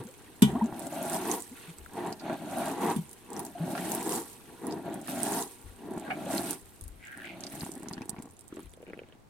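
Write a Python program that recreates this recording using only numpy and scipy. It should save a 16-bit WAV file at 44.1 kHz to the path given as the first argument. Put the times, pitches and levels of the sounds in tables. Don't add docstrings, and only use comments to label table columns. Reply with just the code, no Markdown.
import sys
import numpy as np
from scipy import signal
from scipy.fft import rfft, irfft, next_fast_len
from scipy.io import wavfile
from scipy.ndimage import map_coordinates

SR = 44100
rng = np.random.default_rng(int(sys.argv[2]) if len(sys.argv) > 2 else 0)


def store_wav(level_fs):
    pcm = np.round(np.clip(np.atleast_2d(level_fs), -1, 1) * 32767)
    wavfile.write(sys.argv[1], SR, pcm.T.astype(np.int16))


N = 409688

# t/s, flow/(drops per s)
WATER_FLOW = [(0, 920), (.7, 1570), (1.2, 2720), (6.5, 2270), (7.5, 800), (7.8, 216), (9.29, 145)]
# start t/s, farthest t/s, end t/s
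CAN_SWINGS = [(0.36, 0.937, 1.34), (1.872, 2.55, 2.77), (3.317, 3.687, 4.07), (4.615, 5.055, 5.45),
              (5.716, 6.257, 6.62), (6.62, 7.297, 8.24), (8.307, 8.9, 9.4)]
# slap/dB, wet spatter/dB, leaf hiss/dB
SPRAY_SURGES = [(0, 0.068, -49, -19, -10.5, -14, -25), (0.483, 0.26, -41, -6, -4.5, -16.5, -19.5),
                (0.737, 0.14, -42, 2, -1.5, -11.5, -11.5), (0.92, 0.43, -41, 3, 1, -4, -3),
                (1.114, 0.04, -36, 3, 3, -12, -2.5), (1.212, 0.13, -35.5, 4, -3, -11.5, -4),
                (1.564, 0.14, -60, -0.5, -5, 8.5, 6), (1.975, 0.13, -36.5, -1.5, -2.5, -13, -19.5),
                (2.236, 0.1, -40, 6.5, 1, -7.5, -20.5), (2.406, 0.15, -41, 4, -3.5, -8.5, -11.5),
                (2.508, 0.19, -37.5, 4, 2.5, -7, -8), (2.71, 0.18, -37, 1.5, -4, -9, -14),
                (2.808, 0.1, -32.5, 2.5, -1.5, -9, -11.5), (3.333, 0.069, -37, 6, -5.5, -17, -17),
                (3.415, 0.067, -45.5, -1, -3, -16, -8), (3.581, 0.14, -39, 9, -3.5, -13, -14),
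                (3.758, 0.25, -37.5, 0, -2, -6.5, -4.5), (4.061, 0.12, -34.5, 1.5, -5, -14.5, -3.5),
                (4.503, .08, -53, -3, -9, -25, -26), (4.643, 0.14, -36.5, -1, -7.5, -20.5, -23),
                (4.863, 0.15, -39, -6, -5.5, -13.5, -42), (5.084, 0.015, -40, 3.5, -6, -2, -2),
                (5.11, 0.21, -38, 2, -2.5, -6.5, -4.5), (5.24, 0.16, -35, 1.5, -1, -12.5, -3.5),
                (5.83, 0.147, -39, 4.5, -9.5, -22.5, -30), (5.984, 0.46, -41, 7, -4, -9, -16.5),
                (6.277, .055, -37, 2.5, -1, -7, -6), (6.329, 0.071, -34.5, -0.5, -2, -6.5, -4),
                (6.443, 0.074, -38.5, 0, -7.5, -5, -2.5), (7.174, 0.29, -49, 8, -3.5, -6.5, -17.5),
                (7.507, 0.16, -46, 0, -8, -6, -2), (7.676, 0.36, -49, 1.5, -7.5, -9.5, -16),
                (8.027, 0.25, -53, -6, -3, -13, -31), (8.525, 0.13, -57, 3.5, -23, -2.5, -7),
                (8.812, 0.18, -55, 1, -8, -17, -35), (8.873, 0.28, -62.5, -1, -5, -2, -26)]
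# t/s, level/dB
TRICKLE_LEVEL = [(0, -58.5), (1.6, -59), (3.2, -60), (4.4, -58), (5.7, -60), (6.9, -64.5), (8.5, -69),
                 (9.29, -99)]
# t/s, peak level/dB, starting f/Hz, length/s, rise/octaves
AIR_GULPS = [(.0, -37, 124, 0.028, 0), (0.051, -38.5, 185, 0.028, 0.59), (.075, -48, 475, 0.038, 0.28),
             (0.453, -29, 181, 0.041, 0.65), (0.529, -26.5, 196, 0.02, 0.19), (.55, -23, 216, 0.033, 0.4),
             (.55, -36, 680, 0.031, 0.12), (0.554, -35.5, 930, 0.02, 0.49),
             (0.595, -47.5, 1740, .018, 0.32), (0.611, -24.5, 846, 0.015, 0.31),
             (0.618, -19.5, 207, 0.051, 0.24), (1.512, -41, 217, 0.038, 0.51),
             (1.679, -40.5, 166, 0.052, 0), (2.982, -27.5, 160, 0.042, 0.078),
             (3.551, -36.5, 705, 0.024, 0), (3.6, -26.5, 156.7, 0.072, 0.24), (3.78, -37, 167, 0.061, 0.23)]
# t/s, hollow boom level/dB, shell level/dB
CAN_KNOCKS = [(0.421, -5.5, -20.5), (2.961, -22, -45)]
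# f/Hz, level/dB, t60/s
BODY_MODES = [(76, -38.5, 1), (142.2, -15.5, 0.26), (208.4, -5.5, 0.16), (236.7, 7.5, 0.049),
              (287, -5.5, 0.045), (419, -15, 0.094)]
# f/Hz, level/dB, t60/s
SHELL_MODES = [(700, -15, .2), (953, -5, 0.25), (1110, -14, .2), (1475, -10, 0.2), (1950, -12, .2),
               (2386, -5.5, 0.2), (2800, -3, .1), (2935, -1.5, 0.14), (3114, -1.5, 0.18), (3411, -2.5, .2),
               (3568, 3, 0.1), (3899, -10, .19), (8250, -2, .1), (11500, 4.5, .03)]
# t/s, level/dB, f/Hz, left minus right/dB, t60/s
SINGLE_SNAPS = [(.641, -45, 7040, -2, .012), (.659, -41.5, 7000, -2, .01), (.794, -34, 9570, -4.5, 0.0045),
                (.868, -32.5, 7970, 1, 0.009), (1.027, -31, 11400, 6, 0.0081),
                (1.0977, -29.5, 8480, 4, .01), (1.132, -32, 8700, 1, .006), (1.144, -26.5, 8110, 6, 0.0044),
                (1.314, -21, 6340, -5.5, 0.0075), (1.4217, -33.5, 8200, -9, 0.0069),
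                (1.784, -39.5, 7960, -3, 0.0074), (2.126, -33.5, 4700, -5, 0.0065),
                (2.195, -39.5, 4400, -1, 0.072), (2.584, -33, 9070, -3, 0.0054),
                (2.863, -32, 8350, 0, .007), (2.9, -32.5, 6400, -3, .009), (2.961, -34, 9050, -5, 0.067),
                (3.093, -43, 8340, -3.5, .008), (3.112, -40, 8840, 4, 0.011), (3.129, -38, 8900, 0, 0.024),
                (3.3028, -40, 8500, -3, 0.0095), (3.331, -35.5, 8060, -1, 0.011),
                (3.3644, -37.5, 5900, -.5, .009), (3.393, -28, 9400, 1, 0.014),
                (3.45, -31.5, 8900, 3, 0.011), (3.4644, -39, 7040, 2, .01),
                (3.9183, -24.5, 7900, 8, 0.0059), (3.949, -23, 10700, 2, .006), (4.028, -32, 8700, 8, .005),
                (4.093, -26, 8100, 0, 0.0043), (4.122, -29.5, 6200, -2, .004),
                (4.668, -33, 9200, -5, 0.0091), (4.709, -39, 4600, -3, 0.011),
                (4.723, -35.5, 5000, -1, 0.013), (4.9415, -35.5, 9300, 1.5, 0.0086),
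                (5.014, -40, 8900, 1, 0.0087), (5.074, -34, 9570, -2, 0.0067),
                (5.203, -33, 9300, -3, 0.0052), (5.2318, -22, 8900, -1, 0.0035),
                (5.3584, -35, 9060, -4, 0.0025), (5.3874, -35, 5230, -3.5, .006),
                (5.424, -28, 6300, -5, 0.0086), (5.9085, -46, 10000, -2, .006),
                (5.936, -46, 8240, -3, .006), (5.978, -41, 8040, -1, 0.025), (5.997, -42, 8250, -2, .006),
                (6.38, -27.5, 4200, -2, 0.0048), (6.497, -39, 9500, -1, 0.0078),
                (6.508, -21.5, 9700, -5, 0.0024), (6.53, -32, 8400, -8, 0.006),
                (6.8105, -37.5, 9100, -0.5, 0.0072), (6.838, -39.5, 9100, -1, 0.015),
                (6.8794, -40, 9600, 3, .008), (7.1733, -41.5, 8900, -1, 0.01),
                (7.406, -36.5, 6600, 0, 0.0086), (7.4368, -31.5, 5070, -4, 0.0062),
                (7.4665, -32.5, 4900, -3, 0.012), (7.522, -39, 9600, 6, 0.0092),
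                (7.6073, -33.5, 4430, -0.5, 0.0088), (7.664, -42, 8500, 0, 0.0056),
                (7.717, -35, 7950, -7, 0.0088), (7.752, -39, 8800, -2, .012), (7.777, -44, 8500, -3, .012),
                (7.8311, -40, 8350, -2, .008), (7.885, -34, 6300, -6, 0.0058),
                (7.929, -39.5, 8500, -2, .008), (7.934, -35, 4400, 0, 0.0086),
                (8.018, -44.5, 6040, -7, .006), (8.094, -23.5, 8260, -1.5, 0.0049),
                (8.223, -38.5, 7600, -2, 0.0082), (8.3916, -43.5, 8600, -5, 0.01),
                (8.409, -45, 8590, -4, .005), (8.48, -47, 8200, -6, 0.0074), (8.7365, -51, 8300, -9, .005)]
# t/s, level/dB, bump f/Hz, slap level/dB, slap pitch ratio/1,
# splash level/dB, splash f/Hz
HEAVY_DRIPS = [(.725, -26.5, 180, 11.5, 1.1, -26, 1350), (1.05, -23.5, 345, 6, 1.1, -18, 1470),
               (2.297, -27, 333, 9, 0.98, -8, 1360), (3.752, -25, 690, 6, 1, -5, 1640),
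               (3.778, -29.5, 325, -5, 1, 2, 1730), (4.879, -23.5, 675, -6, 0.81, -28, 1250),
               (5.082, -32.5, 330, -1, 1.6, 0, 1690), (5.975, -25, 220, 8.5, 1, -16, 1290),
               (6.267, -26, 580, -9, 0.77, -28, 1360), (7.537, -32.5, 199, 7, 0.97, -16, 1500),
               (7.553, -34, 302, 8, 1, -16, 1500), (7.619, -27, 186, 2, 1.2, -12, 1500),
               (7.632, -20.5, 206, 0, 1.24, -23, 1500), (7.664, -34, 258, 16.5, 1.1, -15, 1400),
               (7.691, -25.5, 327, -4, 1.3, -27, 1370), (7.73, -46, 252, 12, 1.3, -18, 1500),
               (7.804, -31, 328, -2, 1.21, -32, 1500), (7.831, -30, 223, 4, 1.2, -21, 1600),
               (7.859, -37, 260, 5, 1.6, -11, 1600), (7.871, -30, 215, -8, 1, -16, 1600),
               (7.887, -31, 260, -9, 0.92, -20, 1500), (7.911, -26.5, 198, 6.5, 1.24, -13, 1630),
               (7.932, -29, 259, -14, 1, -18, 1620), (7.968, -30, 243, -10, 1.15, -17, 1501),
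               (7.979, -27.5, 228, -1, 1.1, -9, 1740), (8.009, -28, 218, -9, 1.1, -17, 1700),
               (8.018, -29, 274, 5, 1.16, -8, 1710), (8.056, -32.5, 331, -1, 1.15, -28, 1500),
               (8.093, -30, 180, 3, 1.06, -19, 1500), (8.13, -29, 192, -7, 1.1, -21, 1510),
               (8.164, -35, 250, 5, 1.03, -9, 1500), (8.184, -27, 202, -7, 1.2, -17, 1600),
               (8.198, -26.5, 229, -7, 0.99, -32, 1500), (8.222, -38, 258, -2, 1, -11, 1510),
               (8.239, -36, 247, -8, 1, -28, 1500), (8.254, -33.5, 267, 2, 1.04, -27, 1510),
               (8.525, -26, 310, -8, 0.79, -17, 1090), (8.547, -36, 343, -7, .75, -26, 1100),
               (8.569, -27.5, 320, 6, 0.72, -11, 1080), (8.583, -28.5, 343, -6, 1.05, -32, 1100),
               (8.593, -29.5, 327, 0, 1.3, -15, 1350)]
# t/s, level/dB
FOOTFALLS = [(1.791, -42), (5.642, -34.5), (6.621, -46), (6.819, -30.5), (6.901, -36.5), (8.645, -39.5)]
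# t/s, length/s, level/dB, pitch ratio/1
SHOE_SCUFFS = [(7.04, 0.023, -51.5, 1.2), (7.071, 0.18, -48, 0.98), (7.265, 0.044, -45.5, 1.37)]
# t/s, level/dB, pitch ratio/1
GRAIN_CRACKS = [(1.861, -39, 0.85), (7.061, -42, 1.25), (7.129, -44, 0.94), (7.146, -40, 0.9),
                (7.201, -41, 0.85), (7.245, -37, 1.14), (7.26, -39, 1.3), (7.278, -39, 1.06)]
# t/s of the snap, level/dB, t60/s
LEAF_RATTLES = [(6.103, -25.5, 0.12)]
# t/s, level/dB, plop f/Hz, smack level/dB, smack f/Hz
SOIL_PLOPS = [(8.737, -48, 404, -1, 3430), (8.774, -40, 513, -22, 2400), (8.803, -39, 420, -24, 2400),
              (8.813, -43, 440, -18, 2400), (8.828, -35, 500, -15.5, 2770), (8.836, -39, 450, -21, 2600),
              (8.867, -41, 380, -4.5, 2360), (8.881, -39, 424, -11, 2500), (8.889, -36, 382, -9, 2410),
              (8.899, -37, 450, -8, 2380), (8.905, -36, 432, -12, 2320), (8.9334, -30.5, 405, -7, 2000),
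              (8.943, -43, 420, -3, 2500), (8.9752, -34.5, 401, -13.5, 2700),
              (8.9912, -31.5, 456, -4.5, 2500), (9.0175, -33, 455, -20, 1820),
              (9.0347, -40.5, 380, -6, 2300), (9.087, -48, 450, -6, 3070), (9.124, -45.5, 447, -2, 3000)]

# f/Hz, level/dB
THUD_SPECTRUM = [(40, -44), (85, -18.5), (125, -11), (175, -1.5), (300, 1.5), (400, -1), (470, -16),
                 (530, -14), (700, -55.5)]
# f/Hz, level/dB
SLAP_SPECTRUM = [(400, -36.5), (520, -23.5), (600, 2.5), (720, 4), (860, 2), (1000, -6), (1200, -14.5),
                 (1700, -12.5), (3000, -58.5)]
# f/Hz, level/dB
SPATTER_SPECTRUM = [(700, -37), (1130, -1), (1290, -9.5), (1560, -1.5), (1900, -5.5), (2270, -1.5),
                    (2390, -5), (2520, 0.5), (3000, -4), (3600, -4.5), (4300, -5.5), (5200, -25),
                    (6500, -13), (10000, -51)]
# f/Hz, level/dB
HISS_SPECTRUM = [(2500, -9.5), (4500, -6), (6000, -6), (7300, -11.5), (8400, 1.5), (9600, -0.5),
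                 (11000, -2.5), (13000, -4.5), (15500, -14.5)]
# f/Hz, level/dB
CRACK_SPECTRUM = [(400, 4.5), (1400, 2.5), (2000, -4), (3200, 1.5), (4500, 1), (6000, 4), (8300, 5),
                  (12000, 4.5), (16000, -12)]
# f/Hz, level/dB
STIFF_LEAF_SPECTRUM = [(290, -28), (500, -20), (749, 5), (972, -21), (1100, -13), (1440, -11), (1670, -7),
                       (1900, -19), (2360, 0.5), (2570, -22), (2830, -12), (3270, -30), (5000, -38),
                       (6500, -61), (11000, -120)]
# f/Hz, level/dB
GRIT_SPECTRUM = [(700, -44), (1200, -15), (1580, 13), (1950, 6.5), (2600, -5.5), (3300, -13), (5000, -25.5)]
# f/Hz, level/dB
AIR_SPECTRUM = [(20, -10), (55, -7), (100, -0.5), (300, -10), (900, -15.5), (3000, -29.5), (8000, -33.5),
                (11000, -36.5), (16000, -38)]
# multiple of its own pitch/1, level/dB
SNAP_SPECTRUM = [(.15, -49), (.45, -11), (.75, -6), (1, 6), (1.3, -3.5), (1.8, -9), (3, -27)]
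# multiple of its own pitch/1, level/dB
SPLASH_SPECTRUM = [(.3, -37), (.6, -0.5), (.8, -10), (1, 3.5), (1.201, -12), (1.5, -8), (2.2, -16),
                   (3.2, -17), (6, -50)]
# multiple of its own pitch/1, level/dB
SMACK_SPECTRUM = [(.25, -26), (.6, 2), (1, 3), (1.25, -1), (1.45, -20), (1.8, -20), (3, -33)]
# f/Hz, left minus right/dB
MICROPHONE_PORTS = [(500, 1), (1200, -0.5), (4500, -1), (6500, 2.5), (8300, -9), (10000, -5.5), (12000, 3),
                    (16000, 0)]

TOP_HZ = 16100
NEAR_PITCH, FAR_PITCH = 1.18, 0.93
ATTACK_DB_PER_S, RELEASE_DB_PER_S = 289, 255
LEAF_ATTACK_DB_PER_S, LEAF_RELEASE_DB_PER_S = 190, 166
ARCH_DB = 1.5
HISS_SWELL = 2.46
RUNOFF_DB, RUNOFF_DB_PER_S = -8, 54.5
TRICKLE_THUD_DB, TRICKLE_SLAP_DB, TRICKLE_SPATTER_DB, TRICKLE_HISS_DB = 0.5, -7, 0.5, -0.5
SHATTER_PER_S, MIST_PER_S = 600, 2500
DROPLET_SHARE_PER_LEAF = 0.012
SHELL_BLUR_HZ = 30
SNAPS_PER_S, SNAP_DB, SNAP_FOLLOWS = 9.7, -31, 0.63
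SNAP_SCATTER_DB, SNAP_HZ, SNAP_SPREAD_OCTAVES, SNAP_T60_S = 3, 8200, 0.34, 0.012
PATS_PER_S, PAT_OVER_THUD_DB, PAT_SCATTER_DB, PAT_HZ, PAT_SPREAD_OCTAVES = 4, 3, 1, 264, 0.64
PAT_SPLASH_DB, PAT_SPLASH_HZ = -6, 1850


def amp(db):
    return 10 ** (np.asarray(db) / 20)


def unit(x):
    return x / np.sqrt(np.mean(x ** 2) + 1e-20)


def unit_energy(x):
    return x / np.linalg.norm(x, axis=1, keepdims=True)


def curve(rows):
    times, values = np.transpose(rows)
    return np.interp(np.arange(N) / SR, times, values)


def add(out, s, sound):
    start = max(round(s * SR), 0)
    part = out[..., start:start + sound.shape[-1]]
    part += sound[..., :part.shape[-1]]


def response(points, ratio=1, size=4096):
    hz, db = np.transpose(points)
    bins = np.fft.rfftfreq(size, 1 / SR) + 1
    log_gain = np.log(amp(np.interp(np.log(bins), np.log(hz * ratio), db)))
    cepstrum = irfft(log_gain)
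    cepstrum[1:size // 2] *= 2
    cepstrum[size // 2 + 1:] = 0
    h = irfft(np.exp(rfft(cepstrum)))
    return h / np.linalg.norm(h)


def colour(x, points, ratio=1):
    return signal.fftconvolve(x, response(points, ratio)[None], axes=1)[:, :x.shape[1]]


def fade(t, t60):
    return np.exp(-np.log(1000) * t / max(t60, 1e-4))


def spread(mid, side, side_db):
    opposed = amp(side_db) * side
    return np.array([mid + opposed, mid - opposed]) / np.sqrt(1 + amp(2 * side_db))


def impacts(rate, scatter_db):
    hits = rng.random((2, N)) < rate / SR
    size = amp(scatter_db * np.minimum(rng.standard_normal((2, N)), 2.3))
    sign = rng.choice([-1, 1], (2, N))
    return unit(hits * size * sign / np.sqrt(rate))


def flutter(rate, depth_db):
    knots = rng.standard_normal(int(N * rate / SR) + 4)
    return unit(amp(depth_db * map_coordinates(knots, [np.arange(N) * rate / SR], order=1)))


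def burst(t, t60):
    return unit_energy(rng.standard_normal((2, len(t))) * fade(t, t60))


def soft_puff(t, t60, rise=0.0035):
    return unit_energy(burst(t, t60) * (1 - fade(t, rise)) ** 2)


def sliding(x, points, ratio, count=6):
    tunings, step = np.linspace(ratio.min(), ratio.max(), count, retstep=True)
    return sum(colour(x * np.maximum(1 - abs(ratio - k) / step, 0), points, k) for k in tunings)


def pings(rate, centre_hz, octaves, cycles, scatter_db, size=500):
    count = int(np.clip(rate * N / SR, 1, 9000))
    when, pitch, strength, place = rng.random((count, 4)).T[..., None]
    turns = centre_hz * 2 ** (octaves * (2 * pitch - 1)) * np.arange(size) / SR
    life = turns / cycles
    ring = np.exp(2j * np.pi * turns * (1 + 0.13 * np.minimum(life, 2)))
    ring *= fade(life, 1) * (1 - np.exp(-turns))
    ring *= amp(scatter_db * np.minimum(-np.log(strength), 3.5))
    index = ((when * N).astype(int) + np.arange(size)).ravel()
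    shift = (place - .5) * centre_hz / 1500
    ears = [(ring * np.exp(1j * sign * shift)).imag for sign in (1, -1)]
    return unit(np.array([np.bincount(index, ear.ravel(), N)[:N] for ear in ears]))


def strays(rate, flow, level_db, scatter_db, hz, octaves, size=300):
    when, strength, pitch = rng.random((size, 3))[:int(rate * N / SR)].T
    chance = np.cumsum(1 / flow)
    at = np.searchsorted(chance, when * chance[-1])
    drop_db = level_db[at] + scatter_db * (2 * strength - 1)
    return zip(at / SR, drop_db, hz * 2 ** (octaves * (2 * pitch - 1)))


def envelope(s, length, swell_db=0, attack_db_per_s=ATTACK_DB_PER_S, release_db_per_s=RELEASE_DB_PER_S):
    t = np.arange(N) / SR - s
    u = np.clip(t / length, 0, 1)
    held_db = swell_db * (u - .5) + ARCH_DB * (np.sin(np.pi * u) - 2 / np.pi)
    rise_db = attack_db_per_s * np.maximum(-t, 0)
    fall_db = release_db_per_s * np.maximum(t - length, 0)
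    return amp(held_db - rise_db - fall_db)


def pour():
    thud, slap, wet, hiss = np.zeros((4, N))
    for s, length, db, swell_db, slap_db, wet_db, leaf_db in SPRAY_SURGES:
        surge = amp(db) * envelope(s, length, swell_db)
        on_leaves = envelope(s, length, HISS_SWELL * swell_db, LEAF_ATTACK_DB_PER_S, LEAF_RELEASE_DB_PER_S)
        runoff = amp(RUNOFF_DB) * envelope(s, length, swell_db, release_db_per_s=RUNOFF_DB_PER_S)
        thud = np.maximum(thud, surge)
        slap = np.maximum(slap, amp(slap_db) * surge)
        wet = np.maximum(wet, amp(wet_db) * surge)
        hiss = np.maximum(hiss, amp(db + leaf_db) * np.maximum(on_leaves, runoff))
    hiss = hiss * flutter(rate=22, depth_db=2.0)
    trickle_db = curve(TRICKLE_LEVEL)
    layers = [(thud, TRICKLE_THUD_DB), (slap, TRICKLE_SLAP_DB),
              (wet, TRICKLE_SPATTER_DB), (hiss, TRICKLE_HISS_DB)]
    return [20 * np.log10(np.hypot(gain, amp(trickle_db + db))) for gain, db in layers]


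def swing_pitch():
    t = np.arange(N) / SR
    reach = sum(np.sin(np.pi / 2 * np.interp(t, times, [0, 1, 0])) for times in CAN_SWINGS)
    return NEAR_PITCH + (FAR_PITCH - NEAR_PITCH) * reach


def fabric(thud_db, slap_db, flow):
    ratio = swing_pitch()
    drops = impacts(flow, scatter_db=3.5) * flutter(rate=45, depth_db=0.9)
    thud = spread(*drops, side_db=-14.5) * amp(thud_db)
    slap = spread(*drops, side_db=-15.0) * amp(slap_db)
    return sliding(thud, THUD_SPECTRUM, ratio) - sliding(slap, SLAP_SPECTRUM, ratio)


def spatter(level_db, flow):
    hits = spread(*impacts(flow * .4 + SHATTER_PER_S, scatter_db=1.0), side_db=-4.0)
    drops = colour(hits, SPATTER_SPECTRUM)
    patter = pings(rate=260, centre_hz=2270, octaves=0.89, cycles=12.3, scatter_db=3.5, size=400)
    bubbles = pings(rate=120, centre_hz=2101, octaves=0.716, cycles=55, scatter_db=3.5, size=900)
    mix = amp(-7.0) * drops + amp(-11.0) * patter + amp(-11.5) * bubbles
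    return mix * amp(level_db) * flutter(rate=70, depth_db=1.5)


def droplets(flow, centre_hz, octaves, count=7):
    out, t = np.zeros((2, N)), np.arange(SR // 50) / SR
    for hz in centre_hz * 2 ** (octaves * np.linspace(-1, 1, count)):
        hits = impacts(flow * DROPLET_SHARE_PER_LEAF, scatter_db=2.5)[0]
        tick = colour(soft_puff(t, t60=0.0075), SNAP_SPECTRUM, hz)
        out += signal.oaconvolve(hits[None], tick, axes=1)[:, :N]
    return unit(out)


def leaves(level_db, flow):
    hits = impacts(flow * 4.5 + MIST_PER_S, scatter_db=6.0) * flutter(rate=130, depth_db=1.5)
    mist = colour(hits, HISS_SPECTRUM)
    crisp = droplets(flow, centre_hz=9000, octaves=0.5)
    fizz = pings(rate=500, centre_hz=9720, octaves=0.564, cycles=57, scatter_db=5.0)
    return (amp(-3.5) * mist + amp(-8.0) * crisp + amp(-8.0) * fizz) * amp(level_db)


def still_air():
    return amp(-58.5) * colour(spread(*rng.standard_normal((2, N)), side_db=0.0), AIR_SPECTRUM)


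def gulps():
    out = np.zeros((2, N))
    for s, db, hz, length, rise in AIR_GULPS:
        u = np.linspace(0, 1, max(int(length * SR), 10))
        phase = 2 * np.pi * np.cumsum(hz * 2 ** (rise * u)) / SR
        swell = abs(np.sin(np.pi * u ** 0.57)) ** 0.98
        add(out, s, amp(db) * np.sin(phase) * swell)
    return out


def wander(t, width_hz):
    drift = np.cumsum(rng.standard_normal((2, len(t))), axis=1)
    return drift * np.sqrt(2 * np.pi * width_hz / SR) + 2 * np.pi * rng.random((2, 1))


def knocks():
    out, t = np.zeros((2, N)), np.arange(SR // 3) / SR
    ear_phase = np.array([[.3], [-.3]])
    swell = 1 - np.exp(-(t / 0.0064) ** 2)
    for s, boom_db, shell_db in CAN_KNOCKS:
        boom = sum(amp(db) * np.sin(2 * np.pi * hz * t + ear_phase) * fade(t, t60)
                   for hz, db, t60 in BODY_MODES)
        ring = sum(amp(db) * np.sin(2 * np.pi * hz * t + wander(t, SHELL_BLUR_HZ)) * fade(t, t60)
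                   for hz, db, t60 in SHELL_MODES)
        crack = colour(amp(21) * soft_puff(t, t60=0.045) + amp(16) * burst(t, t60=0.17), CRACK_SPECTRUM)
        add(out, s, amp(boom_db + 4.0) * boom * swell + amp(shell_db) * (amp(-8.5) * ring + crack))
    return out


def ticks(hiss_db, flow):
    out, t = np.zeros((2, N)), np.arange(SR // 16) / SR
    snap_db = SNAP_DB + SNAP_FOLLOWS * (hiss_db - hiss_db.max())
    small = strays(SNAPS_PER_S, flow, snap_db, SNAP_SCATTER_DB, SNAP_HZ, SNAP_SPREAD_OCTAVES)
    stray_snaps = [(*drop, rng.normal(-2.5, 2.4), SNAP_T60_S) for drop in small]
    for s, db, hz, pan_db, t60 in list(SINGLE_SNAPS) + stray_snaps:
        snap = colour(soft_puff(t, t60) + amp(-10.5) * soft_puff(t, t60=0.046), SNAP_SPECTRUM, hz)
        add(out, s, snap * amp(db + 16.0) * amp([[pan_db / 2], [-pan_db / 2]]))
    return out


def drips(thud_db, flow):
    out, t = np.zeros((2, N)), np.arange(SR // 16) / SR
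    small = strays(PATS_PER_S, flow, thud_db + PAT_OVER_THUD_DB, PAT_SCATTER_DB, PAT_HZ, PAT_SPREAD_OCTAVES)
    pats = [(*drop, 0, rng.uniform(0.99, 1.05), PAT_SPLASH_DB, PAT_SPLASH_HZ) for drop in small]
    for s, db, hz, slap_db, slap_ratio, splash_db, splash_hz in list(HEAVY_DRIPS) + pats:
        bump = np.cos(2 * np.pi * hz * t) * fade(t, t60=0.025) * (1 - fade(t, t60=0.011)) ** 2
        slap = response(SLAP_SPECTRUM, slap_ratio)[:len(t)]
        puff = amp(-3.0) * burst(t, t60=0.0042) + amp(-2.0) * burst(t, t60=0.037)
        splash = colour(puff, SPLASH_SPECTRUM, splash_hz)
        bubble_hz = splash_hz * rng.uniform(0.702, 1.5)
        bubble = np.sin(2 * np.pi * bubble_hz * t * (1 + t / 0.076))
        bubble *= fade(t, t60=0.015) * (1 - fade(t, t60=0.0089))
        wet = amp(14.5) * splash + amp(1.5) * bubble
        add(out, s, amp(db) * (amp(4.0) * bump + amp(slap_db + 1.0) * slap + amp(splash_db) * wet))
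    return out


def feet():
    out, t = np.zeros((2, N)), np.arange(SR // 3) / SR
    for s, db in FOOTFALLS:
        push = sum(np.sin(2 * np.pi * hz * rng.uniform(0.867, 1.213) * t) for hz in (41, 56, 80)) / 2
        shape = fade(t, t60=0.32) * (1 - fade(t, t60=0.067))
        add(out, s, amp(db) * push * shape * amp([[2], [-5]]))
    for s, db, ratio in GRAIN_CRACKS:
        add(out, s, amp(db + 17) * colour(burst(t, t60=0.0099), GRIT_SPECTRUM, ratio))
    grains = spread(*impacts(600, scatter_db=3.5), side_db=-2.5)
    for s, length, db, ratio in SHOE_SCUFFS:
        out += colour(grains * amp(db) * envelope(s, length), GRIT_SPECTRUM, ratio)
    return out


def rattle():
    out, t = np.zeros((2, N)), np.arange(SR // 3) / SR
    lead = .06
    for s, db, t60 in LEAF_RATTLES:
        noise = spread(*rng.standard_normal((2, len(t))), side_db=-1.5)
        shake = amp(db) * noise * flutter(rate=253, depth_db=3.0)[:len(t)]
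        before = amp(-15.0) * (t < lead) * fade(abs(t - lead), t60=0.31)
        after = (t >= lead) * fade(abs(t - lead), t60)
        build = colour(shake * before, STIFF_LEAF_SPECTRUM, ratio=0.685)
        snap = colour(shake * after, STIFF_LEAF_SPECTRUM)
        add(out, s - lead, build + snap)
    return out


def plops():
    out, t = np.zeros((2, N)), np.arange(SR // 16) / SR
    ear_phase = np.array([[.4], [-.4]])
    for s, db, hz, smack_db, smack_hz in SOIL_PLOPS:
        bump = -np.cos(2 * np.pi * hz * t) * fade(t, t60=0.012) * (1 - fade(t, t60=0.0078)) ** 2
        crater = np.sin(2 * np.pi * smack_hz * t + ear_phase)
        crater *= fade(t, t60=0.007) * (1 - fade(t, t60=0.0024))
        spray = colour(burst(t, t60=.005) + amp(-7.0) * burst(t, t60=.05), SMACK_SPECTRUM, smack_hz)
        smack = amp(3.5) * crater + amp(13.0) * spray
        add(out, s, amp(db) * (amp(10.0) * bump + amp(smack_db) * smack))
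    return out


def nearby(x, echo_db, count=9):
    echoes = np.zeros((2, N))
    for ear in range(2):
        for delay in rng.uniform(.001, .012, count):
            add(echoes[ear], delay, x[ear] * rng.choice([-1, 1]) / np.sqrt(count))
    treble = signal.butter(2, 900, "high", fs=SR, output="sos")
    return x + amp(echo_db) * signal.sosfilt(treble, echoes)


def scene():
    thud_db, slap_db, spatter_db, hiss_db = pour()
    flow = np.maximum(curve(WATER_FLOW), 20)
    spray = fabric(thud_db, slap_db, flow) + spatter(spatter_db, flow) + leaves(hiss_db, flow)
    can = gulps() + knocks()
    drops = ticks(hiss_db, flow) + drips(thud_db, flow) + plops()
    return nearby(spray + can + drops + rattle(), echo_db=-8.0) + feet() + still_air()


def record(dry):
    size = next_fast_len(N + SR // 2)
    hz = np.fft.rfftfreq(size, 1 / SR)
    tilt_db = np.interp(hz, *np.transpose(MICROPHONE_PORTS))
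    gain = amp([tilt_db / 2, -tilt_db / 2]) * (hz < TOP_HZ)
    return irfft(rfft(dry, size) * gain, size)[:, :N]


dry = scene()
out = record(dry)
store_wav(out)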